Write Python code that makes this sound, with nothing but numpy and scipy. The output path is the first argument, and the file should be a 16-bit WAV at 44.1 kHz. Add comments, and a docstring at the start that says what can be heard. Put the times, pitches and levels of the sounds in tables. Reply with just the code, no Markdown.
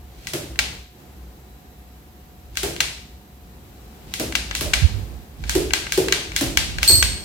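"""A wooden rubber band gun fires eight times next to a hand-held camera in a tiled living room.
Around the shots the trigger ticks and clacks as wood on wood: a short crack of noise and a ringing frame.
Rubber rubs and slips off the catch; each band slaps a hanging target, whose panel thuds and flaps.
The last band strikes a small bell, a set of damped modes. Squeezes shake the camera and a hand brushes
and bumps its right port, as low noise and pulses; the room rumbles, hums and whines faintly."""
import sys
import numpy as np
from scipy import signal
from scipy.fft import rfft, irfft, next_fast_len
from scipy.io import wavfile
from scipy.ndimage import map_coordinates

SR = 44100
rng = np.random.default_rng(int(sys.argv[2]) if len(sys.argv) > 2 else 0)


def dump_mix(stems):
    """Bounce the given channels to the path in sys.argv[1] as a 16-bit WAV at rate SR."""
    frames = np.atleast_2d(stems).T  # one column per channel
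    limited = np.clip(frames, -1, 1)  # hard clip at full scale
    pcm = np.round(limited * 32767).astype(np.int16)
    wavfile.write(sys.argv[1], SR, pcm)


N = 319284
T = np.arange(int(0.8 * SR)) / SR  # time axis of one short sound, s

# All levels are relative gains; a left-right level is positive when the left port is louder.

# the catch lets a band go: start_s, snap_level_db, rub_build_up_s, grip_shake_db, squeeze_length_s
SHOTS = [(0.2706, -31, 0.093, -43, 0.61), (2.5715, -24.5, .018, -41, 0.43),
         (4.1384, -28, 0.044, -38.5, 0.57), (4.5508, -24.5, 0.017, -35, .6), (5.495, -23, 0.046, -32, 0.31),
         (5.9218, -22, 0.042, -38.5, 0.3), (6.363, -20, 0.016, -35.5, 0.73),
         (6.8303, -18.5, 0.023, -32, .42)]
# light contacts as the trigger takes up its slack: start_s, level_db, treble_db, ring_hz
TICKS = [(0.558, -49.5, -5, 1680), (2.555, -46, 4, 1630), (2.7633, -37.5, 0, 3220), (4.3237, -36, -1, 1700),
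         (4.5114, -33.5, -8.5, 3360), (5.4387, -44, -10, 1660), (5.707, -37.5, -11, 2310),
         (5.8672, -38, -11, 2980), (6.0841, -28, -2, 2270), (6.319, -40.5, -6, 1570),
         (6.7846, -32, -3.5, 1610)]
# the trigger springs back against the frame, sometimes twice: start_s, level_db, treble_db, rattle_s
RESETS = [(0.59, -18.5, -0.5, 0.0035), (0.595, -24, 1.5, .0059), (2.8043, -16.5, 2, 0.0054),
          (4.3528, -19, 1.5, 0.0064), (4.7348, -22.5, -3, .0008), (4.7377, -16, 1, 0.0031),
          (5.7353, -16, 1.5, .0015), (6.1238, -15, 0, 0.0013), (6.5724, -14, 2, 0.00043),
          (7.0262, -15.5, 3.5, 0.0014)]
# the gun faces the left port, with a balance that varies with pitch: frequency_hz, left_right_db
GUN_PAN = [(1000, -0.5), (1550, 1.5), (2600, 5.5), (4200, 0), (7500, -1), (14000, 0)]
SNAP_TREBLE_DB, SNAP_RATTLE_S, SNAP_ROOM_DB = 6.5, 0.0012, 1  # every snap is short and bright
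TICK_RING_DB, TICK_WIDTH_HZ = 4.5, 200  # boost at a light contact's own resonance, and its half width
RESET_ROOM_DB = -3


def gun():
    """Wooden contacts: trigger ticks, the snap of the catch and the heavier return of the trigger."""
    out = np.zeros((2, N))
    for start_s, level_db, treble_db, ring_hz in TICKS:
        tick = clack(treble_db, rattle_s=0.0009, room_db=-2.5, crack_db=2)

        def resonance(hz):
            """The tick's level, lifted around its own resonance."""
            return amp(level_db + TICK_RING_DB / (1 + ((hz - ring_hz) / TICK_WIDTH_HZ) ** 2))

        add(out, start_s, filtered(tick, resonance))
    for start_s, level_db, *_ in SHOTS:
        add(out, start_s, amp(level_db) * clack(SNAP_TREBLE_DB, SNAP_RATTLE_S, SNAP_ROOM_DB))
    for start_s, level_db, treble_db, rattle_s in RESETS:
        add(out, start_s, amp(level_db) * clack(treble_db, rattle_s, RESET_ROOM_DB))
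    return filtered(out, lambda hz: pan(along(GUN_PAN, hz)))


# spectrum of the wooden crack: frequency_hz, level_db (per Hz)
CRACK = [(100, -57), (500, -8), (1100, -3), (1600, 2.5), (3500, 1), (7000, -2), (10000, -13.5),
         (15500, -14.5)]
# modes of the wooden frame, before random scatter: frequency_hz, level_db, t60_s
FRAME = [(860, -11.5, 0.017), (1585, 4, 0.023), (2004, -2.5, 0.035), (2276, 1.5, 0.026), (2787, 4.5, 0.013),
         (3283, 1.5, 0.017), (4100, 1, 0.017), (4600, 1, 0.0051), (5880, -10, 0.026), (6300, 7, 0.0052),
         (7480, 2.5, 0.0071), (9800, -23, 0.0048)]
# what the gun radiates all round and so sends into the room; also colours the rub: frequency_hz, level_db (per Hz)
RADIATED = [(200, -19), (600, -6), (1150, -6.5), (1550, -3.5), (2400, 1), (4200, 1), (6000, -4), (8500, -8),
            (11500, -13), (15500, -22)]


def clack(treble_db, rattle_s, room_db, crack_db=0, crack_t60=0.024, frame_pan_db=8, crack_pan_db=-2):
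    """Wood on wood: a brief crack of noise, the damped modes of the frame, and the room's answer."""
    contact = fade(crack_t60, rattle_s) + amp(-4) * fade(0.0058, hold=0.00011)  # extra weight at the onset
    crack = burst(noise(CRACK, len(T)) * contact)
    frame = burst(ring(FRAME, scatter_db=3.0) * (1 - np.exp(-T / 0.00032)))
    tail = amp(3.0) * room(RADIATED) + amp(-5.5) * echo(frame)
    direct = frame * pan(frame_pan_db) + amp(crack_db) * crack * pan(crack_pan_db)
    # a tilt that leaves 4.5 kHz unchanged
    return filtered(direct + amp(room_db) * tail, lambda hz: amp(treble_db * (3 * hz / (hz + 9000) - 1)))


RUB_DB, RUB_FALL_S = -15.5, 0.017  # rub level relative to its snap; how fast it dies after the slip


def rubber():
    """A scratchy rub: noise that swells until the band slips free, stronger before a harder snap."""
    t = np.arange(N) / SR
    force = np.zeros(N)
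    for slip_s, snap_db, rise_s, *_ in SHOTS:
        time_constant_s = np.where(t < slip_s, rise_s, RUB_FALL_S)
        force += amp(snap_db + RUB_DB) * np.exp(-np.abs(t - slip_s) / time_constant_s)
    scratch = amp(2.0 * wobble(220))
    return force * scratch * noise(RADIATED, N)


# a band lands on the target: start_s, thud_level_db, thud_pitch_hz, flap_level_db
HITS = [(0.334, -28, 356, -26), (2.6314, -24.5, 390, -24.5), (4.197, -42, 265, -23.5),
        (4.609, -31.5, 369, -28), (5.5514, -12.5, 366, -23.5), (5.9754, -11.5, 379, -21.5),
        (6.4096, -19.5, 294, -22), (6.895, -25, 332, -27)]
# the band bounces on the panel: start_s, level_db, pitch_hz
BOUNCES = [(0.376, -38, 583), (4.657, -31.5, 598), (6.467, -45, 420)]
# spectrum of the slap: frequency_hz, level_db (per Hz)
SLAP = [(200, -26), (900, -1.5), (1700, -0.5), (2600, 1), (6000, -1.5), (9500, -3), (13000, -5),
        (16000, -10.5)]
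# spectrum of the flapping panel, before it shifts with the thud: frequency_hz, level_db (per Hz)
FLAP = [(50, -20), (130, 7.5), (220, -4), (340, 10), (480, 1), (620, 2.5), (850, -5.5), (1500, -55),
        (4000, -81.5)]
SLAP_DB, SLAP_FOLLOWS = -23.5, 0.3  # slap of an average shot; dB more for each dB of a harder snap
FLAP_HZ, FLAP_FOLLOWS = 375, 0.33  # thud pitch with unshifted flapping; exponent of the shift with pitch


def target():
    """The band slaps the target as a noise burst, harder after a harder snap; the panel thuds and flaps."""
    out = np.zeros((2, N))
    snap_db = np.array(SHOTS)[:, 1]
    for (start_s, thud_db, pitch_hz, flap_db), harder_db in zip(HITS, snap_db - snap_db.mean()):
        slap_envelope = (fade(0.014, hold=0.0017) + fade(0.062)) * (1 - np.exp(-T / 0.00051))
        slap = burst(noise(SLAP, len(T)) * slap_envelope)
        add(out, start_s, amp(SLAP_DB + SLAP_FOLLOWS * harder_db) * (slap + amp(3.5) * room(SLAP)))
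        add(out, start_s, amp(thud_db) * thud(pitch_hz))
        shift = (pitch_hz / FLAP_HZ) ** FLAP_FOLLOWS
        colour = [(hz * shift, level_db) for hz, level_db in FLAP]
        flap = burst(noise(colour, len(T)) * fade(0.26) * (1 - np.exp(-(T / 0.0018) ** 2)))
        add(out, start_s, amp(flap_db) * (flap + amp(3.5) * room(colour)))
    for start_s, level_db, pitch_hz in BOUNCES:
        add(out, start_s, amp(level_db) * thud(pitch_hz))
    return out


def thud(hz, swell_s=0.0032):
    """The panel takes a few cycles to swing out, and the room answers in a band around its note."""
    swing = burst((T / swell_s) ** 3 * np.exp(-T / swell_s) * np.sin(2 * np.pi * hz * T))[None]
    band = [(hz / 2, -45), (hz / 1.25, -10), (hz, 0), (hz * 1.15, -2), (hz * 1.35, -17), (hz * 2, -45)]
    return swing + room(band)


# the band, then the swinging clapper, strike the bell: start_s, level_db
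STRIKES = [(6.8776, -0.5), (6.893, -10), (6.912, -6.5), (6.957, -11.5)]
# the bell's lasting modes, in closely split groups, before random scatter: frequency_hz, level_db, t60_s
BELL = [(4310, -6, .36), (4358, -1, .54), (4388, -2, .48), (4450, -6, .22), (7526, -12, .42),
        (7568, -12, .4), (8185, -8, .22), (8254, -5, .48), (8296, -4, .48), (8340, -8, .4),
        (12190, -13, .34), (12283, -12, .36), (12420, -11, .2), (14510, -16, .36), (14690, -15, .3)]
# spectrum of the click and clang of a strike: frequency_hz, level_db (per Hz)
CLANG = [(800, -52), (2000, -23), (3500, -19), (4100, -5), (4390, 11), (4750, -7), (5500, -11.5),
         (7540, -9), (8300, 3), (9200, -12), (11300, -17), (12300, -7), (13600, -14), (14700, -18)]


def bell():
    """A small bell jangles: each strike adds a hard click and a bright clang, and rings the modes anew."""
    out = np.zeros((2, N))
    for start_s, level_db in STRIKES:
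        tone = burst(ring(BELL, scatter_db=0.5))
        clang = burst(noise(CLANG, len(T)) * (fade(0.054) + amp(17) * fade(0.0032)))
        direct = amp(-3.5) * tone + amp(-17) * clang
        tail = amp(-10.5) * echo(tone) + amp(-6.0) * room(CLANG)
        add(out, start_s, amp(level_db) * (direct + tail))
    return out


# the hand brushes the right port: start_s, length_s, level_db
BRUSHES = [(4.668, 0.33, -28.5), (5.135, .03, -32), (5.435, 0.31, -31.5), (6.433, 0.35, -29),
           (6.913, 0.2, -23)]
# bumps of the hand at the right port: centre_s, level_db, pitch_hz, half_length_s
BUMPS = [(4.677, -17, 61, 0.014), (4.828, -8, 116, 0.0052), (4.851, 0.5, 76, 0.0097),
         (4.964, -19, 100, 0.044), (6.942, -14, 90, 0.016), (6.981, -12, 95, .008)]
# spectrum of handling noise: frequency_hz, level_db (per Hz)
HANDLING = [(20, -26), (40, -8.5), (58, 6.5), (90, -6.5), (150, -12.5), (300, -23.5), (1000, -41),
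            (3000, -92)]
SQUEEZE_LEAD_S = 0.094  # the hand tenses before each shot
RUMBLE_DB, RUMBLE_SWING_DB = -50, 4.5  # the resting grip is never quite still


def hand():
    """Squeezes shake the whole camera as low noise; brushes and pulsed bumps reach mainly the right port."""
    t = np.arange(N) / SR
    squeezes = np.max([amp(shake_db) * swell(start_s - SQUEEZE_LEAD_S, length_s)
                       for start_s, _, _, shake_db, length_s in SHOTS], axis=0)
    resting = amp(RUMBLE_DB + RUMBLE_SWING_DB * wobble(6))
    shake = np.hypot(squeezes, resting) * noise(HANDLING, N)
    brush_level = sum(amp(level_db) * swell(start_s, length_s) for start_s, length_s, level_db in BRUSHES)
    brushes = brush_level * noise(HANDLING, N)[0]
    bumps = np.zeros(N)
    for centre_s, level_db, pitch_hz, half_s in BUMPS:
        pulse = np.exp(-((t - centre_s) / half_s) ** 2 / 2)
        bumps -= amp(level_db) * pulse * np.cos(2 * np.pi * pitch_hz * (t - centre_s))
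    return shake + (brushes + bumps) * amp([[-20], [0]])


GRIP_RISE_S, GRIP_FALL_S = 0.036, 0.041  # time constants of a hand movement


def swell(start_s, hold_s):
    """A movement of the hand: it rises exponentially up to start_s, holds and dies away."""
    t = np.arange(N) / SR - start_s
    return np.exp(np.minimum(t, 0) / GRIP_RISE_S - np.maximum(t - hold_s, 0) / GRIP_FALL_S)


# course of the room noise: time_s, level_db
BACKGROUND = [(0, -46), (.75, -38.5), (.88, -52), (1, -43.5), (1.55, -45.5), (3.35, -46), (3.8, -43),
              (5, -37.5), (5.3, -43.5), (7.24, -37.5)]
# spectrum of the room noise: frequency_hz, level_db (per Hz)
AMBIENCE = [(15, -76), (25, -48), (40, -15), (64, 0), (87, -14), (206, -12.5), (263, -17.5), (363, -17.5),
            (677, -27), (734, -23.5), (1100, -29.5), (3820, -36), (11300, -42), (14800, -38.5),
            (16000, -46)]
# balance of the room noise: frequency_hz, left_right_db
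AIR_PAN = [(60, 1), (110, -3.5), (200, 0.5), (380, -1.0), (700, 0), (1290, 1), (2380, 3.5), (4400, 3.5),
           (8120, 4.5), (15000, -4.5)]
# spectrum of the sizzle: frequency_hz, level_db (per Hz)
SIZZLE = [(2500, -41), (3600, -9), (3950, 19), (4300, -11), (5300, -70), (6300, -20), (7500, 11),
          (9000, -34)]
# appliance hum and whine: pitch_hz, level_db (rms, before panning), left_right_db
TONES = [(725, -63.5, -4), (14410, -69, -27)]


def ambience():
    """Uneven low room noise, a faint wavering sizzle of noise, and drifting sines for hum and whine."""
    t = np.arange(N) / SR
    air = filtered(noise(AMBIENCE, N), lambda hz: pan(along(AIR_PAN, hz)))
    low = filtered(air, lambda hz: 1 / (1 + (hz / 400) ** 4))
    air = air + low * (amp(0.29 * wobble(3.1)) - 1)  # the bass comes and goes
    sizzle = amp(-70 + 2.2 * wobble(2.7)) * noise(SIZZLE, N) * pan(3.3)
    tones = np.zeros((2, N))
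    for pitch_hz, level_db, side_db in TONES:
        drift = np.cumsum(rng.standard_normal(N)) / np.sqrt(SR)
        sine = np.sqrt(2) * np.sin(2 * np.pi * pitch_hz * t + 4 * drift)
        tones += amp(level_db) * pan(side_db) * sine
    return amp(curve(BACKGROUND)) * air + sizzle + tones


# decay time of the room: frequency_hz, t60_s
ROOM_T60 = [(150, 1), (400, 0.58), (1400, 0.54), (3700, 0.58), (8000, 0.54), (14000, 0.41)]


def room(spectrum, build_s=0.0061):
    """The diffuse answer of the room to a short sound: it builds up, then each frequency dies at its own speed."""
    hz, t, cells = signal.stft(noise(spectrum, len(T)), SR, nperseg=256)
    decay = np.exp(-np.log(1000) * t / along(ROOM_T60, hz)[:, None])
    tail = signal.istft(cells * decay, SR, nperseg=256)[1][:, :len(T)]
    return burst(tail * (1 - np.exp(-(T / build_s) ** 2)))


# spectrum of the room's answer to a ringing source: frequency_hz, level_db (per Hz)
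ROOM_COLOUR = [(100, 15), (350, -41), (900, 10), (4200, 5), (16000, 6)]


def echo(x):
    """The room's answer to a ringing source: its left channel convolved with a diffuse tail."""
    return burst(signal.fftconvolve(x[:1], room(ROOM_COLOUR), axes=1)[:, :len(T)])


def ring(modes, scatter_db):
    """Damped modes; each reaches the two ports with its own strength and a slightly different phase."""
    total = np.zeros((2, len(T)))
    for hz, level_db, t60 in modes:
        gain = amp(level_db + scatter_db * rng.standard_normal((2, 1)))
        phase = rng.random() + 0.12 * rng.standard_normal((2, 1))  # cycles
        total += gain * fade(t60) * np.sin(2 * np.pi * (hz * T + phase))
    return total


# how alike the two ports are: frequency_hz, left_right_likeness (0 to 1)
ALIKE = [(60, 0.98), (130, 0.95), (290, 0.89), (640, 0.42), (1400, 0.011)]


def noise(spectrum, size):
    """Stereo noise of rms 1; the two ports agree only in the bass."""
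    def mid_side(hz):
        """Shape the spectrum and share it between the middle and the sides."""
        turn = np.arccos(np.clip(along(ALIKE, hz), -1, 1)) / 2
        return amp(along(spectrum, hz)) * [np.cos(turn), np.sin(turn)]

    mid, side = filtered(rng.standard_normal((2, size)), mid_side)
    return unit(np.array([mid + side, mid - side]))


def wobble(rate):
    """A smooth random curve, rate knots a second."""
    return map_coordinates(rng.standard_normal(int(N * rate / SR) + 4), [np.arange(N) * rate / SR])


def fade(t60, hold=0):
    """Full level for hold seconds, then an exponential decay."""
    return np.exp(-np.log(1000) * np.maximum(T - hold, 0) / max(t60, 1e-4))


def amp(db):
    """Decibels to gain."""
    return 10 ** (np.asarray(db) / 20)


def unit(x):
    """Scale to rms 1."""
    return x / np.sqrt(np.mean(x ** 2) + 1e-20)


def burst(x):
    """Scale each channel to the energy of 10 ms at rms 1."""
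    return x / np.sqrt(np.sum(x ** 2, axis=-1, keepdims=True) / (0.01 * SR) + 1e-20)


def along(points, hz):
    """Read (Hz, value) points on a log axis."""
    f, v = np.transpose(points)
    return np.interp(np.log(hz + 1), np.log(f + 1), v)


def curve(rows):
    """One value per sample from (s, value) rows."""
    return np.interp(np.arange(N) / SR, *np.transpose(rows))


def pan(db):
    """Left and right gains for a level difference."""
    return amp(np.array([[1], [-1]]) * db / 2)


def filtered(x, response):
    """x times a response of frequency."""
    n = x.shape[-1]
    m = next_fast_len(n + 4096)
    return irfft(rfft(x, m) * response(np.fft.rfftfreq(m, 1 / SR)), m)[..., :n]


def add(track, s, x):
    """Mix x into the track at time s."""
    part = track[:, round(s * SR):][:, :len(T)]
    part += x[:, :part.shape[1]]


def scene():
    """Everything at the two ports."""
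    return gun() + rubber() + target() + bell() + hand() + ambience()


TOP_HZ = 16000  # band limit


def record(dry):
    """The loudest peaks round off at full scale, then everything above the band limit is cut."""
    clipped = dry / (1 + np.abs(dry) ** 6) ** (1 / 6)
    return filtered(clipped, lambda hz: hz < TOP_HZ)


dry = scene()
out = record(dry)
dump_mix(out)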